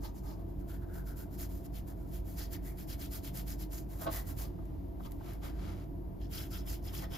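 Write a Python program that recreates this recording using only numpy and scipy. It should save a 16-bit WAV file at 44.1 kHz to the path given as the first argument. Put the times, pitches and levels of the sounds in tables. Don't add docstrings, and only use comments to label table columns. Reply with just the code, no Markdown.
import sys
import numpy as np
from scipy import signal
from scipy.fft import rfft, irfft, next_fast_len
from scipy.io import wavfile
from scipy.ndimage import uniform_filter1d

SR = 44100
rng = np.random.default_rng(int(sys.argv[2]) if len(sys.argv) > 2 else 0)


def pcm_store(signal):
    levels = np.round(np.clip(np.atleast_2d(signal), -1, 1) * 32767)
    wavfile.write(sys.argv[1], SR, levels.astype(np.int16).T)


N = 316461

# frequency_hz, gain_db
HISS_SPECTRUM = [(1500, -7.5), (3500, -11), (6000, -8.5), (8500, -2), (10500, -3.5), (13000, -0.5),
                 (14600, -3), (15700, -18)]
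# pitch_hz, width_hz, gain_db
CANVAS_MODES = [(320, 70, -6), (545, 55, -5), (662, 50, 0), (850, 110, -5), (1095, 70, -6), (1260, 60, -9),
                (1520, 90, -10), (2050, 250, -20), (3700, 900, -24)]


def amp(db):
    return 10 ** (np.asarray(db) / 20)


def unit_rms(x):
    return x / np.sqrt(np.mean(x ** 2) + 1e-30)


def add(mix, start_s, sound):
    part = mix[round(start_s * SR):][:len(sound)]
    part += sound[:len(part)]


def bins():
    return np.fft.rfftfreq(next_fast_len(N + 8192, True), 1 / SR)


def curve(table, column=1):
    columns = np.transpose(table)
    return np.interp(np.log(bins() + 1), np.log(columns[0] + 1), columns[column])


def spectrum(table):
    return amp(curve(table))


def modes(table):
    hz = bins()
    return sum((-1) ** k * amp(db) * 1j * hz * width / (pitch * pitch - hz * hz + 1j * hz * width)
               for k, (pitch, width, db) in enumerate(table))


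def colour(x, gain):
    size = 2 * len(gain) - 2
    return irfft(rfft(x, size) * gain, size)[..., :N] / np.sqrt(np.mean(abs(gain) ** 2))


def resonate(x, hz, width_hz):
    carrier = np.exp(2j * np.pi * np.cumsum(hz) / SR)
    pole = np.exp(-np.pi * width_hz / SR)
    baseband = signal.lfilter([(1 - pole) ** 2], [1, -2 * pole, pole * pole], x / carrier)
    return (carrier * baseband).real * np.sqrt(8 / (1 - pole))


def slips(per_s, spread_db):
    size = amp(spread_db * np.minimum(rng.exponential(1, N), 4))
    return unit_rms(size * rng.standard_normal((2, N)) * (rng.random(N) < per_s / SR))


def flicker(corner_hz, depth_db):
    knots = rng.standard_normal(int(N / SR * 400))
    knots = unit_rms(signal.lfilter([1], [1, -np.exp(-2 * np.pi * corner_hz / 400)], knots))
    return amp(depth_db * np.interp(np.arange(N) / SR * 400, np.arange(len(knots)), knots))


def room():
    # frequency_hz, gain_db
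    floor_spectrum = [(20, -15), (40, -17.5), (70, -6), (250, -17.5), (400, -20.5), (480, -26), (950, -29),
                      (1300, -44.5), (2500, -52.5), (6000, -59.5), (10000, -56.5), (13000, -48.5),
                      (14200, -52), (14800, -114)]
    # pitch_hz, width_hz, gain_db (the response is applied twice)
    room_modes = [(52.3, 12, -7), (66.8, 17.3, -8), (90.2, 7, -5.5), (129.9, 10.1, -8), (179.9, 20.9, -9.5),
                  (287.6, 20.8, -10), (318.5, 10.9, -9), (352.5, 20.9, -11.5), (675.5, 60, -16),
                  (1090, 15, -37.5)]
    floor_noise, rumble_noise = rng.standard_normal((2, 2, 2 * len(bins())))
    floor = amp(-47.5) * colour(floor_noise, spectrum(floor_spectrum))
    rumble = amp(-45) * colour(rumble_noise, modes(room_modes) ** 2)
    hum_hz = 49.2 * flicker(2.5, depth_db=.35)
    hum = np.sqrt(2) * np.sin(2 * np.pi * np.cumsum(hum_hz) / SR) * flicker(3, depth_db=1.8)
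    return floor + rumble + amp(-45) * hum * [[1], [0]]


def reverberation(x):
    low_t60_s, high_t60_s = .3, .16
    t = np.arange(8000) / SR
    noise = rng.standard_normal((2, len(t)))
    low = signal.lfilter(*signal.butter(2, 3500, fs=SR), noise)
    tail = low * amp(-60 * t / low_t60_s) + (noise - low) * amp(-60 * t / high_t60_s)
    return signal.fftconvolve(x, tail / np.linalg.norm(tail[0]), axes=1)[:, :N]


def sleeve():
    # peak_s, rise_s, fall_s, level_db, fizz_over_level_db
    swishes = [(4.7, .3, 0.24, -73, -12), (5.03, 0.038, 0.11, -70, 2.5), (5.16, .03, .05, -83, 9),
               (5.22, 0.029, 0.075, -65.5, -9), (5.3, 0.059, 0.059, -57, -4),
               (5.447, 0.022, 0.053, -50.5, -8), (5.68, 0.11, 0.079, -54.5, -20),
               (5.81, 0.068, 0.043, -62, -15)]
    # frequency_hz, gain_db
    wool_spectrum = [(350, -8.5), (800, -3), (2000, -10.5), (4000, -15), (7000, -19), (12000, -20),
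                     (14500, -31), (15200, -46)]
    t, power = np.arange(N) / SR, np.zeros((2, N))
    for peak_s, rise_s, fall_s, level_db, fizz_db in swishes:
        from_peak = np.maximum((peak_s - t) / rise_s, (t - peak_s) / fall_s)
        power += amp(level_db + np.c_[[0, fizz_db]] - 8 * from_peak ** 2) ** 2
    rustle_level, fizz_level = np.sqrt(power)
    grain = flicker(30, depth_db=.8) * slips(12000, spread_db=1.5)
    rustle = colour(rustle_level * grain, spectrum(wool_spectrum))
    return rustle + colour(fizz_level * slips(12000, spread_db=3.5), spectrum(HISS_SPECTRUM))


def frame_thud(force):
    blunt = signal.lfilter(*signal.butter(2, 1500, fs=SR), force * slips(9000, spread_db=.3))
    return amp(13.5) * colour(blunt, modes(CANVAS_MODES))


def taps():
    # start_s, snap_db, thud_force_db
    impacts = [(4.583, -71, -59), (4.655, -59, -81), (4.996, -75, -51.5), (5.11, -56, -75),
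               (5.119, -46, -73), (5.204, -75, -55), (5.334, -49, -73), (6.929, -50, -57), (7.04, -58, -66)]
    t = np.arange(512) / SR
    snap, force = np.zeros((2, N))
    for start_s, snap_db, force_db in impacts:
        add(snap, start_s, amp(snap_db) * np.exp(-t / .0031))
        add(force, start_s, amp(force_db) * t / .0051 * np.exp(-t / .0053))
    return frame_thud(force) + colour(snap * rng.choice([-1., 1.], (2, N)), spectrum(HISS_SPECTRUM))


def knock():
    strike_s, graze_s, judder_s, crack_decay_s = 4.066, .008, .03, .039
    sag_db_per_s, fall_db_per_s, loss_db_per_cycle = 105, 900, .2
    t = np.arange(N) / SR - strike_s
    judder_db = -50 - sag_db_per_s * t - fall_db_per_s * np.maximum(t - judder_s, 0)
    force = amp(np.where(t < 0, -57, judder_db)) * (t > -graze_s)
    ring = sum(amp(15 + db - loss_db_per_cycle * hz * abs(t)) * np.sin(2 * np.pi * (hz * t + rng.random()))
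               for hz, _, db in CANVAS_MODES if hz < 1600)
    burst = amp(-52) * np.exp(-abs(t) / crack_decay_s) * (t > 0) * slips(11000, spread_db=.4)
    crack = resonate(burst, np.full(N, 3300.), width_hz=2800)
    return uniform_filter1d(force, 400) * ring + frame_thud(force) + crack


def stroke_envelopes(strokes):
    lag_s = [0, .004, .007]
    land_s, fade_db = .035, 4
    t, power = np.arange(N) / SR, np.zeros((3, N))
    for start_s, length_s, hiss_db, scratch_db, canvas_db in strokes:
        span = slice(max(round((start_s - .15) * SR), 0), round((start_s + length_s + .25) * SR))
        since_s = t[span] - start_s - np.c_[lag_s]
        travel = 2 * since_s / max(length_s, .01) - 1
        landing, lifting = 1 - since_s / land_s, .86 * travel
        edge = np.maximum(np.maximum(landing, lifting), 0) ** 2.59
        shape_db = -13 * edge / (1 + .13 * edge) - fade_db * np.clip(travel, -1, 1) / 2
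        power[:, span] += amp(shape_db + hiss_db + np.c_[[0, scratch_db, canvas_db]]) ** 2
    drift = np.array([flicker(18, depth_db=1.3) for layer in power])
    return np.sqrt(power) * drift * flicker(25, depth_db=.5)


def brush():
    # start_s, length_s, hiss_db, scratch_over_hiss_db, canvas_over_hiss_db
    strokes = [(0.018, 0.071, -56, -2, -2.5), (0.141, 0.063, -60.5, -7, -17), (0.229, 0.13, -62, -4, -1.5),
               (0.38, 0.046, -71, -15, 3), (0.463, 0.07, -72, -19.9, 0), (0.586, 0.039, -64, -25, -6),
               (0.676, 0.096, -58, -13, -9.5), (0.808, 0.034, -68, -11, 2), (0.872, 0.061, -72, -22, 2.5),
               (0.925, 0.09, -56.5, -22, -10), (1.057, 0.076, -56.5, -12, -13),
               (1.162, 0.088, -53.5, -24, -23), (1.312, 0.059, -59.1, -12, -20),
               (1.382, 0.079, -47, -11, -25), (1.485, 0.15, -60, -16, -19), (1.638, 0.03, -55.5, -9.5, -13),
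               (1.734, 0.069, -54, -7, -34), (1.868, 0.061, -58, -16, -8.5), (1.962, 0.11, -68.5, -32, -11),
               (2.06, 0.056, -65, -31, -25), (2.117, 0.08, -52.5, -15, -34), (2.251, 0.13, -57.5, -32, -25),
               (2.368, 0.093, -48, -5.5, -17), (2.515, 0.048, -48, -7.5, -12.5),
               (2.63, 0.1, -55, -32, -15.5), (2.768, 0.077, -53, -12.5, -24),
               (2.882, 0.066, -47.5, -8, -23), (2.988, 0.085, -50, -7.5, -36),
               (3.111, 0.078, -47, -10, -25), (3.23, 0.071, -50, -6.5, -28), (3.342, 0.08, -46.5, -12, -34),
               (3.467, 0.077, -47.5, -8.5, -23), (3.588, 0.06, -51, -8, -34), (3.713, 0.1, -50.5, -6, -36),
               (3.891, 0.11, -56.5, -25, -7), (3.989, 0.076, -47, -22, -4.5),
               (4.108, 0.11, -43.5, -15.5, -8), (4.262, 0.07, -50, -16, -10),
               (4.369, 0.096, -47.5, -12, -12), (5.037, 0.035, -57, -3, -3), (5.425, 0.038, -61, -10, -9),
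               (6.199, 0.068, -70, 5.5, -17), (6.31, 0.15, -48.5, -6.5, -24.5),
               (6.504, 0.11, -52, -6, -15.5), (6.663, 0.1, -48, -8.5, -20.8),
               (6.833, 0.084, -55.5, -4.5, -7.5), (6.928, 0.08, -46.5, -8.5, -16),
               (7.003, 0.052, -53, -5, 2), (7.103, 0.24, -55.5, -2.5, 1)]
    # time_s, scratch_hz, cloth_ring_hz, cloth_ring_db
    spots = [(.02, 5460, 860, 8.5), (.3, 5030, 834, 8), (.45, 5000, 1200, -11), (.68, 4140, 1600, -0.5),
             (.93, 4630, 1440, 5), (1.15, 5130, 1430, 10.5), (1.4, 5640, 1540, 0), (1.75, 5440, 2030, -20),
             (2.0, 4530, 1270, 6), (2.37, 4030, 1800, 0), (2.75, 4080, 1920, 6.5), (3.0, 4730, 1400, -1),
             (3.7, 4840, 1820, 4), (3.99, 6000, 1100, -21), (4.11, 3940, 1930, -2.5), (4.3, 5060, 1180, -6),
             (5.04, 2920, 1010, 5.5), (6.2, 3840, 1650, 14), (6.5, 3860, 1340, 5), (6.67, 3750, 2190, -5),
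             (7.0, 4200, 1820, -2.5), (7.11, 3400, 1310, -9)]
    # pitch_hz, width_hz, gain_db
    ferrule_modes = [(3200, 400, -4), (3800, 450, -6), (5100, 250, 0)]
    regrip_s = 6.0
    t, starts = np.arange(N) / SR, np.transpose(strokes)[0]
    spot_s, *spot_columns = np.transpose(spots)
    scratch_hz, ring_hz, ring_db = (np.interp(starts, spot_s, column) for column in spot_columns)
    miss = rng.standard_normal((len(strokes), 2)).T
    scratch_hz, ring_hz = np.array([scratch_hz, ring_hz]) * np.exp([[.11], [.015]] * miss)
    current = np.maximum(np.searchsorted(starts - .02, t) - 1, 0)

    hiss_level, scratch_level, canvas_level = stroke_envelopes(strokes)
    hiss = colour(hiss_level * slips(12000, spread_db=1.8), spectrum(HISS_SPECTRUM))
    rasp = scratch_level * slips(9000, spread_db=1)
    drag = canvas_level * slips(5000, spread_db=0)
    bend = flicker(14, depth_db=2)
    scratch = resonate(rasp, scratch_hz[current] * bend, width_hz=3200)
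    ferrule_gain = amp(np.where(t < regrip_s, -14, -4))
    ferrule = ferrule_gain * colour(rasp * flicker(9, depth_db=3.5), modes(ferrule_modes))
    wander = flicker(40, depth_db=.3) ** ((ring_hz[current] / 1500) ** 3)
    spot_ring = resonate(drag * amp(ring_db[current]), ring_hz[current] * wander, width_hz=330)
    canvas = amp(2.5) * colour(drag, modes(CANVAS_MODES))
    return hiss + scratch + ferrule + spot_ring + canvas


def scene():
    direct = brush() + knock() + taps() + sleeve()
    return direct + amp(-10) * reverberation(direct) + room()


def record(dry):
    # frequency_hz, right_lead_rad, coherence (0 to 1), left_over_right_db
    ports = [(40, 0, .995, -1.4), (110, 0, .85, -3), (180, -.1, .5, 2), (600, -1.2, .45, 1),
             (950, -3.1, .25, 1), (1450, -6.2, .48, 2), (3000, -7.3, .38, 4.7), (5300, -6.2, .65, 2),
             (6800, -5.3, .63, 1), (7700, -3.45, .85, .3), (8300, -3.142, .998, 0), (9200, -3.09, .985, 0),
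             (10000, -2.4, .73, -.3), (12200, -.75, .8, 0), (13200, 0, .999, 0)]
    # frequency_hz, gain_db
    body_response = [(4500, 0), (5150, 1), (5450, 0), (5650, -3), (6600, 0)]
    size = 2 * len(bins()) - 2
    shared, right_only = rfft(dry, size) * spectrum(body_response)
    lead_rad, coherence = curve(ports), np.clip(curve(ports, column=2), 0, 1)
    balance = amp(curve(ports, column=3) / 2)
    right = np.exp(1j * lead_rad) * (coherence * shared + np.sqrt(1 - coherence ** 2) * right_only)
    pair = irfft(np.array([shared * balance, right / balance]), size)[:, :N]
    lowpass = signal.firwin(4095, cutoff=15700, window=("kaiser", 10), fs=SR)
    return signal.oaconvolve(pair, lowpass[None], "same")


dry = scene()
out = record(dry)
pcm_store(out)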